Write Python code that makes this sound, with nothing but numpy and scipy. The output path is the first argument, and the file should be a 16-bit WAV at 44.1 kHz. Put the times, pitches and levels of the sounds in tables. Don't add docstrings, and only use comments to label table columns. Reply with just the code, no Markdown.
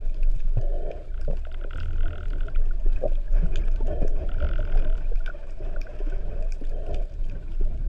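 import sys
import numpy as np
from scipy import signal
from scipy.fft import rfft, irfft
from scipy.io import wavfile
from scipy.ndimage import uniform_filter1d

SR = 44100
rng = np.random.default_rng(int(sys.argv[2]) if len(sys.argv) > 2 else 0)


def inscribe(sig):
    pcm = np.round(np.clip(np.atleast_2d(sig).T, -1, 1) * 32767)
    wavfile.write(sys.argv[1], SR, pcm.astype(np.int16))


N = 347508
TIME = np.arange(N) / SR
FREQS = np.fft.rfftfreq(N, 1 / SR)

# f/Hz, level/dB
WASH_SPECTRUM = [(120, 0.5), (240, -6.5), (310, 1), (410, 3.5), (490, -3.5), (620, 7), (690, -0.5),
                 (800, -12), (920, -21), (1200, -23), (2000, -77), (8000, -110)]
# f/Hz, level/dB
FIZZ_SPECTRUM = [(600, 3.5), (1000, -1), (1250, -3.5), (1550, 4), (2000, -10), (2480, 0.5), (2850, -12.5),
                 (3120, -7.5), (4000, -32.5), (4850, -16), (6000, -22), (15000, -64)]


def gain_of(db):
    return 10 ** (np.asarray(db) / 20)


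def unit_rms(x):
    return x / np.sqrt(np.mean(x ** 2) + 1e-20)


def value_at(points, hz):
    f, value = np.transpose(points)
    return np.interp(np.log(hz + 1), np.log(f + 1), value)


def curves(rows):
    s, *columns = np.transpose(rows)
    return [np.interp(TIME, s, column) for column in columns]


def add(mix, s, sound):
    part = mix[max(round(s * SR), 0):][:len(sound)]
    part += sound[:len(part)]


def impulse_response(spectrum, size=4096):
    log_gain = np.log(gain_of(value_at(spectrum, abs(np.fft.fftfreq(size, 1 / SR)))))
    return np.fft.ifft(np.exp(np.conj(signal.hilbert(log_gain)))).real[:size // 2]


def coloured(x, spectrum):
    return unit_rms(irfft(rfft(x) * gain_of(value_at(spectrum, FREQS)), N))


def noise():
    return rng.standard_normal(N)


def drift(hz):
    return unit_rms(irfft(rfft(noise()) * np.exp(-(FREQS / hz) ** 2), N))


def wavering(x, share, wander_hz):
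    warped_time = TIME + share * np.cumsum(drift(wander_hz)) / SR
    return np.interp(warped_time % TIME[-1], TIME, x)


def grains(sound, per_s, spread_db, limit):
    out = np.zeros(N)
    for when, rarity, side in rng.random((1024, 3))[:round(per_s * N / SR)]:
        db = spread_db * min(-np.log(rarity), limit)
        add(out, when * N / SR, np.sign(side - .5) * gain_of(db) * sound)
    return out


def rattle(echo, echo_decay_s, ripple_db, burst_s, size=4096):
    # f/Hz, level/dB
    spectrum = [(600, -28.5), (1200, -13.5), (1570, 4.5), (2020, -8), (2450, 12), (2850, 3.5), (3150, 3.5),
                (3700, -1.5), (4250, -6), (4850, 3), (5800, -5), (7000, -8.5), (9000, -19.5), (15000, -42)]
    echo_delay_s, echo_rise_s = .009, .001
    t = np.arange(size) / SR
    u, late = t / burst_s, np.maximum(t - echo_delay_s, 0)
    burst = (.6 + 2.6 * u) * np.exp(-u)
    lumps = gain_of(3 * np.interp(t, t[::64], rng.standard_normal(size // 64)))
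    tail = echo * lumps * np.minimum(late / echo_rise_s, 1) * np.exp(-late / echo_decay_s)
    direct, scattered = rng.standard_normal((2, size))
    crack = burst * direct + tail * signal.lfilter([1.1, -.55], 1, scattered)
    path_ripple = np.c_[np.geomspace(1000, 15000, 14), ripple_db * rng.standard_normal(14)]
    arriving = signal.fftconvolve(crack, impulse_response(path_ripple, size=512))
    return signal.fftconvolve(arriving, impulse_response(spectrum))[:size]


def far_shrimp(hiss_db=-70, crackle_db=-73, swell_db=1.5, cluster_db=3):
    # f/Hz, level/dB
    hiss_spectrum = [(600, -3.5), (2500, -2), (3600, 1), (4200, -3), (4850, -5), (5900, -12.5), (7100, -9),
                     (9000, -16), (12000, -22), (15000, -28.5)]
    # f/Hz, level/dB
    thinning = [(1500, -15), (2500, -5.5), (4500, -10), (7000, -1.5), (10000, 0.5), (15000, 1)]
    hiss = coloured(noise() * gain_of(swell_db * drift(18)), hiss_spectrum)
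    crackle = np.zeros(N)
    for _ in range(32):
        snap = rattle(echo=.3, echo_decay_s=.02, ripple_db=4, burst_s=.0013)
        crackle += grains(snap, per_s=1.6, spread_db=5, limit=2.4)
    clusters = coloured(crackle * gain_of(cluster_db * drift(5.1)), thinning)
    return gain_of(hiss_db) * hiss + gain_of(crackle_db) * clusters


def near_shrimp(crisp_db=-52, smear_s_per_db=.00004):
    # low knock/dB, middle ring/dB, top sparkle/dB
    snaps = [(0.143, -63, -7, 1, -16), (0.166, -69, 4, 3, -20), (0.23, -63.5, 6, 15.5, -4.5),
             (0.316, -67, -12, -10, -5), (0.3615, -67, -9, 2, -5), (0.393, -71, 2, 9, -14),
             (0.402, -65.5, 7, 12, -18), (0.612, -60.5, -3, -2, -15), (0.821, -76, -8, 1, -12),
             (0.9134, -63.5, 4, 17, -26), (1.212, -56, -13, -4, -13), (1.2466, -66, -14, -7, -16),
             (1.3693, -63, 3, 7, -16), (1.5235, -65, -8, -1, -10), (1.745, -69, -11, -5, -9),
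             (1.773, -64.5, -10, 3, -2), (1.801, -56, -3, 9.5, -19), (2.282, -66.5, -13, 6, -5),
             (2.302, -60, -15, 4, -14), (2.499, -69.5, -7, 2, -15), (2.928, -69.5, 0, 13.5, -12),
             (3.0076, -72.0, 5, 9, -5), (3.0778, -74, 10, 13.5, -22), (3.131, -74, -1, 14, -22),
             (3.1535, -69.5, -8, 16, -12), (3.327, -63.5, -6, -10, -18), (3.3583, -70, 0, -4, -24),
             (3.4676, -69, 2, 8, -14), (3.5571, -47.5, 5.5, 9, -18), (3.677, -74.5, 20, 18, -11),
             (3.7593, -64, 0, 9.5, -10), (3.8704, -59.5, -4, 3.5, -14), (3.913, -74, 1, -2, -6),
             (4.022, -71, 11, 7, -17), (4.0785, -55, 3.5, -6, -11), (4.2874, -72, -9, 6, -6),
             (4.3886, -69.5, -14, -10, -17), (4.6518, -64, -8, -4, -14), (4.754, -65, -6, 1, -13),
             (4.774, -58, 2, 4, -20), (4.7912, -64, -8, -3, -16), (4.9681, -68, -6, -1, -15.5),
             (4.977, -64.5, -9, -7, -18), (5.1558, -62, 7, -1, -17), (5.1921, -66.5, -5, -1, -8),
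             (5.2608, -56.5, 15, 13.5, -10), (5.506, -62, -8, -14, -15), (5.6456, -72, 0, 11, -22),
             (5.814, -49.5, -2.5, 5, -17), (5.9883, -68, -2, 7, -9), (6.0982, -64.5, 4, 4, -11),
             (6.424, -62.5, 0, 7.5, -17), (6.5215, -47.5, -8, -0.5, -20), (6.609, -68, -4, -4, -7),
             (6.638, -71.5, 15, 9, -21), (6.6495, -67.5, -7, 10, -11), (6.6688, -64, -7, -5, -11),
             (6.6933, -61.5, -13, -7, -8), (6.865, -67.5, 12, 11.5, -3), (6.9093, -68, -7, 5, -28),
             (6.944, -54, -5, 10, -19), (7.053, -71, -4, -7, -9), (7.0957, -70, -2, -3, -22),
             (7.241, -71, -3, 11, -21), (7.296, -62, -10, 10, -24), (7.5186, -67.5, -9, 7.5, -9),
             (7.5477, -70, -10, 2, -20)]
    edges = (1200, 2000, 4100, 8300, 16000)
    lead, head = 64, 352
    out = np.zeros(N)
    for s, db, knock_db, ring_db, sparkle_db in snaps:
        burst_s = .001 + smear_s_per_db * max(crisp_db - db, 0)
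        crack = np.pad(rattle(echo=.21, echo_decay_s=.015, ripple_db=7.5, burst_s=burst_s), lead)
        hz = np.fft.rfftfreq(len(crack), 1 / SR)
        lowpasses = [1 / (1 + (hz / edge) ** 16) for edge in edges]
        bands = irfft(rfft(crack) * np.diff(lowpasses, axis=0))
        balance = gain_of([knock_db, ring_db, 0, sparkle_db]) / bands[:, lead:lead + head].std(axis=1)
        add(out, s - lead / SR, gain_of(db) * balance @ bands)
    return out


def scuffs():
    touches = [(0.483, -55, 0.0035), (.577, -46, 0.0021), (0.587, -45.5, .002), (1.312, -44, 0.0026),
               (1.378, -51, 0.0034), (1.47, -48, 0.0026), (3.377, -48.5, 0.028), (3.685, -41.5, 0.0034),
               (4.027, -48, 0.012), (5.278, -50.5, 0.026), (6.07, -51, 0.019), (6.151, -56.5, .025)]
    envelope = sum(gain_of(db) * np.exp(-((TIME - s) / width) ** 2) for s, db, width in touches)
    return envelope * coloured(noise(), FIZZ_SPECTRUM)


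def hum(fifth_db=-15):
    # t/s, f/Hz, level/dB
    glides = [
        [(1.1, 49, -40), (1.3, 57, -33.5), (1.5, 63, -42), (1.63, 66, -45)],
        [(1.66, 84, -53), (1.8, 81.5, -34.5), (2.0, 80.5, -34.5), (2.2, 80, -38), (2.4, 79, -45),
         (2.55, 76, -55)],
        [(4.35, 86, -64), (4.47, 91, -47.5), (4.6, 88, -36), (4.75, 81, -64), (4.95, 76, -43)],
    ]
    out = np.zeros(N)
    for rows in glides:
        hz, db = curves(rows)
        phase = 2 * np.pi * np.cumsum(hz) / SR
        gate = uniform_filter1d(1. * (TIME > rows[0][0]) * (TIME < rows[-1][0]), size=2000)
        tone = np.sin(phase) + gain_of(fifth_db) * np.sin(1.5 * phase)
        out += np.sqrt(2) * gate * gain_of(db) * tone
    return out


def tick_times():
    # first t/s, last t/s, first gap/s, growth of the gap per tick/s
    runs = [(1.141, 1.245, .035, 0), (1.45, 1.515, .065, 0), (1.543, 1.543, .028, 0),
            (1.611, 1.639, .028, 0), (1.707, 2.28, .0249, 0), (2.3065, 2.481, .025, 0),
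            (2.558, 2.558, .025, 0), (4.29, 4.342, .026, 0), (4.3812, 4.978, .0211, .000233)]
    times = []
    for s, last, gap, growth in runs:
        while s < last + gap / 2:
            times.append(s)
            s, gap = s + gap, gap + growth
    return np.array(times)


def ticks(trim_db=.8, detune=.007, smear=.55, smear_s=.002, echo=.32, echo_s=.0048, size=2048):
    # f/Hz, level/dB
    spectrum = [(700, -62.5), (1000, 0), (1170, -6.5), (1300, 12.5), (1430, 18.5), (1540, 15), (1700, -4),
                (2080, 1), (2250, -7.5), (2800, 3), (3500, -2), (4050, -30.5), (4800, -33.5), (5400, -38.5),
                (6000, -69.5), (8000, -88)]
    # f/Hz, delay/s
    delays = [(1000, 0.00166), (1300, 0.003), (1480, 0.0049), (1750, 0.0014), (2200, 0.0026),
              (3300, 0.00031), (4700, 0.00042)]
    # t/s, relative peak level/dB
    strength = [(1.14, -45), (1.25, -46.5), (1.45, -38.5), (1.515, -43), (1.543, -34), (1.61, -43),
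                (1.64, -36), (1.82, -35.5), (1.89, -44.5), (2.0, -39.5), (2.12, -37), (2.25, -40),
                (2.28, -50), (2.332, -36.5), (2.357, -48), (2.382, -47), (2.407, -36), (2.457, -51),
                (2.481, -33), (2.56, -38.5), (4.29, -36.5), (4.375, -45.5), (4.402, -34), (4.5, -34),
                (4.6, -37.5), (4.72, -40), (4.82, -42.5), (4.85, -36), (4.875, -44), (4.9, -41.5),
                (4.98, -41)]
    hz, t = np.fft.rfftfreq(size, 1 / SR), np.arange(size) / SR
    lead_s = 128 / SR
    treble = value_at([(3700, .037), (4500, .6)], hz)
    phase = -2 * np.pi * np.cumsum(value_at(delays, hz) + lead_s) * SR / size
    bright_echo = echo * (hz > 2000) * np.exp(-2j * np.pi * hz * echo_s)
    times = tick_times()
    levels = np.interp(times, *np.transpose(strength)) + rng.standard_normal(len(times))
    rate_hz = np.maximum(1 / np.gradient(times), 38)
    brightness = 9 + 2.2 * (rate_hz - np.median(rate_hz)) + 2.4 * (levels - np.median(levels))
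    out = np.zeros(N)
    for s, db, bright in zip(times, levels, brightness):
        colour_db = value_at(spectrum, hz * (1 + detune * rng.standard_normal())) + treble * bright
        reflections = rng.standard_normal(size) * np.exp(-t / smear_s)
        paths = 1 + smear * rfft(reflections / np.linalg.norm(reflections)) + bright_echo
        tick = irfft(gain_of(colour_db) * np.exp(1j * phase) * paths)
        add(out, s - lead_s, gain_of(db + trim_db) * tick / abs(tick).max())
    return out


def air_pockets(rows, trim_db, rise, glide, top_hz):
    out = np.zeros(N)
    for s, db, hz, length in rows:
        length = max(length, .35 / hz)
        t = np.arange(-2 * length, 6 * length, 1 / SR)
        u = t / length
        swell = np.where(u < 0, np.exp(-(u / rise) ** 2), 1 / np.cosh(2.05 * u))
        tone = np.cos(2 * np.pi * hz * t * (1 + glide * np.tanh(u)))
        add(out, s + t[0], gain_of(db + trim_db) * swell * tone)
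    cushion = 1 / np.sqrt(1 + (FREQS / top_hz) ** 24)
    return irfft(rfft(out) * cushion, N)


def blips():
    pockets = [(2.066, -38, 1430, 0.0076), (2.551, -41.5, 2390, 0.0035), (2.711, -40.5, 1435, 0.0074),
               (2.962, -44.5, 2510, 0.0077), (3.28, -49, 1650, 0.0067), (3.385, -47.5, 1580, 0.0072),
               (3.46, -44.5, 1430, 0.0065), (3.539, -45, 2400, 0.0035), (3.6185, -53, 2440, 0.0031),
               (3.6375, -47, 2370, 0.0064), (3.811, -43.5, 878, 0.017), (5.172, -55, 2470, 0.0056),
               (5.207, -46, 1430, 0.01), (5.279, -31, 1470, 0.0067), (5.301, -33, 1436, 0.0074),
               (5.7635, -35.5, 1450, 0.0053), (5.870, -38.5, 1490, 0.0051)]
    return air_pockets(pockets, trim_db=2, rise=.25, glide=.0056, top_hz=3000)


def thumps():
    pulses = [(.36, -28, 113, 0.017), (.452, -33.5, 153, 0.011), (.578, -16, 110, .022),
              (1.290, -25.5, 125, 0.014), (1.305, -33.5, 185, 0.035), (3.05, -32, 122, .03),
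              (3.439, -22.5, 162, 0.025), (3.84, -36.5, 245, 0.033), (4.029, -15, 140, 0.0034),
              (4.45, -18, 54.3, 0.066), (6.62, -31, 279, 0.011)]
    return air_pockets(pulses, trim_db=-2, rise=.42, glide=.0091, top_hz=310)


def gulps(gap_s=.0074, jitter=.3, step_db=-5, pitch_step=1.017):
    chains = [(0.5715, -17, 587, 0.0013, 1), (0.907, -20, 534, 0.0038, 1), (1.281, -18, 517, 0.0042, 1),
              (1.286, -21.5, 530, 0.0037, 1), (1.3015, -19.5, 520, 0.0039, 1),
              (1.3105, -25, 520, 0.0046, 1), (1.333, -22, 543, 0.0029, 1), (1.47, -27.5, 610, 0.0024, 1),
              (1.648, -20.5, 460, 0.0022, 1), (2.862, -25.5, 355, 0.0077, 1), (3.016, -24, 506, 0.0021, 1),
              (3.0234, -22, 503, 0.0024, 1), (3.0313, -20, 530, 0.0064, 1), (3.039, -8.5, 530, 0.0035, 1),
              (3.055, -10.5, 595, .0055, 2), (3.119, -31.5, 550, 0.008, 1), (3.808, -22, 392, 0.0057, 1),
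              (3.967, -36, 480, 0.0053, 1), (4.005, -36, 560, 0.0027, 2), (4.019, -11.5, 470, 0.0015, 1),
              (4.026, -20.5, 500, .003, 1), (4.049, -15.5, 394, .0036, 1), (4.061, -26, 600, .004, 1),
              (4.4264, -23.5, 583, 0.024, 1), (4.447, -19, 517, 0.0023, 1), (4.593, -23.5, 590, 0.009, 1),
              (4.759, -19.5, 740, 0.0032, 1), (5.12, -26, 460, 0.0088, 1), (5.291, -30, 636, 0.0038, 1),
              (5.349, -31.5, 586, 0.01, 1), (5.606, -32, 370, 0.0093, 1), (5.77, -29, 576, 0.0062, 1),
              (5.896, -32, 579, 0.019, 1), (6.0066, -24, 387, 0.0095, 1), (6.075, -29, 296, 0.02, 1),
              (6.426, -33, 621, 0.038, 1), (6.615, -24, 406, 0.0036, 1), (7.612, -24.5, 386, 0.0081, 1)]
    pockets = []
    for s, db, hz, length, count in chains:
        slips = jitter * rng.uniform(-1.026, 1, size=8)
        for k in range(round(count)):
            delay = (k + slips[k] * (k > 0)) * gap_s
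            pockets.append((s + delay, db + k * step_db, hz * pitch_step ** k, length))
    return air_pockets(pockets, trim_db=-5.5, rise=.37, glide=.041, top_hz=760)


def slosh(gulping, level_db=-7, decay_s=.014):
    fade = np.exp(-2 * np.arange(4096) / SR / decay_s)
    power = signal.oaconvolve(gulping ** 2, fade / fade.sum())[:N]
    return gain_of(level_db) * np.sqrt(abs(power)) * coloured(noise(), WASH_SPECTRUM)


def bubbles(low_hz, high_hz, per_s, cycles, sizes):
    t, out = np.arange(3072) / SR, np.zeros(N)
    for hz in np.geomspace(low_hz, high_hz, sizes):
        u = hz * t / cycles
        bubble = unit_rms(u * np.exp(-u) * np.sin(2 * np.pi * hz * t))
        out += grains(bubble, per_s, spread_db=3.5, limit=2.5)
    return out


def swish():
    # f/Hz, width/Hz, level/dB
    modes = [(407, 190, -0.5), (587, 89, 3), (688, 100, -3), (1460, 140, -29.5), (1750, 180, -23.5),
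             (2320, 71, -41.5), (3100, 150, -28)]
    body = sum(gain_of(db) / (1 + ((FREQS - hz) / (.69 * width)) ** 2) ** 2 for hz, width, db in modes)
    hollow = unit_rms(irfft(rfft(noise()) * body, N))
    return wavering(hollow, share=.01175, wander_hz=4)


def flow(rise_s=.032, ebb_s=.11, eddies_db=1.8):
    surges = [(0.0, 0.35, -52, -57.5, -72, 0.95), (0.56, 0.31, -50.5, -41.5, -70, 0.97),
              (1.17, 0.43, -67, -54, -65, 0), (1.716, 0.98, -46.5, -47.5, -61.5, 0.01),
              (2.006, 0.2, -57, -46, -66, 0.25), (2.799, 0.39, -47, -52.5, -58, 0.13),
              (3.305, 0.61, -42, -43, -52.5, 0.06), (3.85, 0.1, -41, -35.5, -54, 0.85),
              (4.123, 0.33, -46.5, -42.5, -56.5, 0.03), (4.392, 0.23, -41.5, -44, -55, 0.02),
              (4.645, 0.22, -49, -41, -54, 0.03), (4.942, 0.096, -46.5, -49, -54.5, 0.2),
              (5.195, 0.29, -72, -55.5, -56.5, 0.9), (5.587, 0.2, -50.5, -43.5, -58, 0.05),
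              (5.835, 0.29, -52, -47, -51.5, 0.06), (6.096, 0.25, -46, -44, -57.5, 0.28),
              (6.532, 0.5, -55.5, -48.5, -60.5, 0.04), (6.7, 0.24, -46, -43.5, -68, 0.97),
              (7.08, 0.32, -45, -61, -65.5, 0.45), (7.576, 0.24, -41.5, -52.5, -64, 0.02)]
    power = gain_of([[-54], [-53], [-61.5]]) ** 2 * np.ones(N)
    smooth_power = np.zeros(N)
    for start, hold, churn_db, wash_db, fizz_db, share in surges:
        swell = np.clip((TIME - start) / rise_s, 0, 1)
        ebb = np.exp(-np.maximum(TIME - start - hold, 0) / ebb_s)
        surge_power = (gain_of([[churn_db], [wash_db], [fizz_db]]) * swell * ebb) ** 2
        power += surge_power
        smooth_power += share * surge_power[1]
    levels = 10 * np.log10(power) + eddies_db * drift(7)
    return *levels, np.clip(smooth_power / power[1], 0, 1)


def water(flutter_db=3, lumps_db=2):
    # f/Hz, level/dB
    churn_spectrum = [(25, -21), (42, -2), (55, 0.5), (80, -5.5), (115, -11), (160, -16), (240, -23.5),
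                      (400, -27.5), (900, -89), (4000, -130)]
    churn_db, wash_db, fizz_db, smooth = flow()
    churn = coloured(noise(), churn_spectrum) * gain_of(churn_db + 7)
    rush = coloured(noise() * gain_of(flutter_db * drift(32)), WASH_SPECTRUM)
    gurgle = coloured(bubbles(241.7, 959.6, per_s=2.8, cycles=5.8, sizes=22), WASH_SPECTRUM)
    rough = gain_of(-6.5) * rush + gain_of(-6) * gurgle
    wash = np.sqrt(1 - smooth) * rough + np.sqrt(smooth) * gain_of(2) * swish()
    fizz = coloured(noise() * gain_of(lumps_db * drift(37)), FIZZ_SPECTRUM)
    pings = coloured(bubbles(886, 3218, per_s=3.6, cycles=6.8, sizes=30), FIZZ_SPECTRUM)
    froth = wavering(gain_of(-2.86) * fizz + gain_of(-8) * pings, share=.02, wander_hz=2)
    return churn + wash * gain_of(wash_db) + froth * gain_of(fizz_db)


def sway(steadiness=.75):
    # f/Hz, level/dB
    spectrum = [(8, -11), (16, -10.5), (22, 8.5), (26, 2), (31, -10), (38, -21.5), (50, -40.5), (70, -43.5),
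                (120, -93), (1000, -160)]
    # t/s, level/dB
    rocking = [(0.0, -26.5), (0.09, -16.5), (0.15, -30.5), (0.22, -15), (0.88, -24.5), (0.94, -34),
               (1.31, -21), (1.42, -30), (1.93, -25), (2.08, -17), (2.13, -39), (2.19, -23.5),
               (2.43, -20.5), (2.5, -34.5), (2.57, -16), (2.81, -22.5), (2.87, -15), (3.05, -23.5),
               (3.11, -15.5), (3.25, -27.5), (3.31, -15.5), (3.91, -21), (3.95, -27), (4.02, -14.5),
               (4.13, -17), (4.24, -27), (4.28, -18.5), (4.5, -24.5), (4.54, -17.5), (4.67, -28.5),
               (4.76, -15.5), (4.96, -19.5), (5.02, -26.5), (5.16, -15), (5.4, -34.5), (5.44, -27),
               (5.53, -29.5), (5.79, -22.5), (5.97, -34), (6.01, -23), (6.52, -23.5), (6.58, -33),
               (6.67, -22), (6.85, -30.5), (7.02, -17.5), (7.09, -40.5), (7.22, -20), (7.34, -31),
               (7.44, -31.5), (7.5, -30), (7.64, -17), (7.77, -31), (7.84, -20.5), (7.88, -16)]
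    throb = coloured(noise(), spectrum)
    envelope = np.sqrt(uniform_filter1d(abs(signal.hilbert(throb)) ** 2, size=3000) + .033)
    return unit_rms(throb / envelope ** steadiness) * gain_of(curves(rocking)[0])


def scene():
    gulping = gulps()
    close_by = gulping + slosh(gulping) + blips() + thumps() + scuffs() + ticks() + hum()
    return (sway() + water() + far_shrimp() + close_by + near_shrimp())[None]


def record(dry, fade_s=.015, top_hz=15700):
    # f/Hz, level/dB
    tones = [(7900, -99), (7950, -91.5), (12300, -107)]
    whine = sum(np.sqrt(2) * gain_of(db) * np.sin(2 * np.pi * hz * TIME) for hz, db in tones)
    from_edge_s = np.minimum(TIME, TIME[::-1])
    fade = np.sin(np.pi / 2 * np.minimum(from_edge_s / fade_s, 1)) ** 2
    lowpass = signal.firwin(511, top_hz, window=("kaiser", 9), fs=SR)
    return signal.oaconvolve(fade * (dry + whine), lowpass[None], "same")


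dry = scene()
out = record(dry)
inscribe(out)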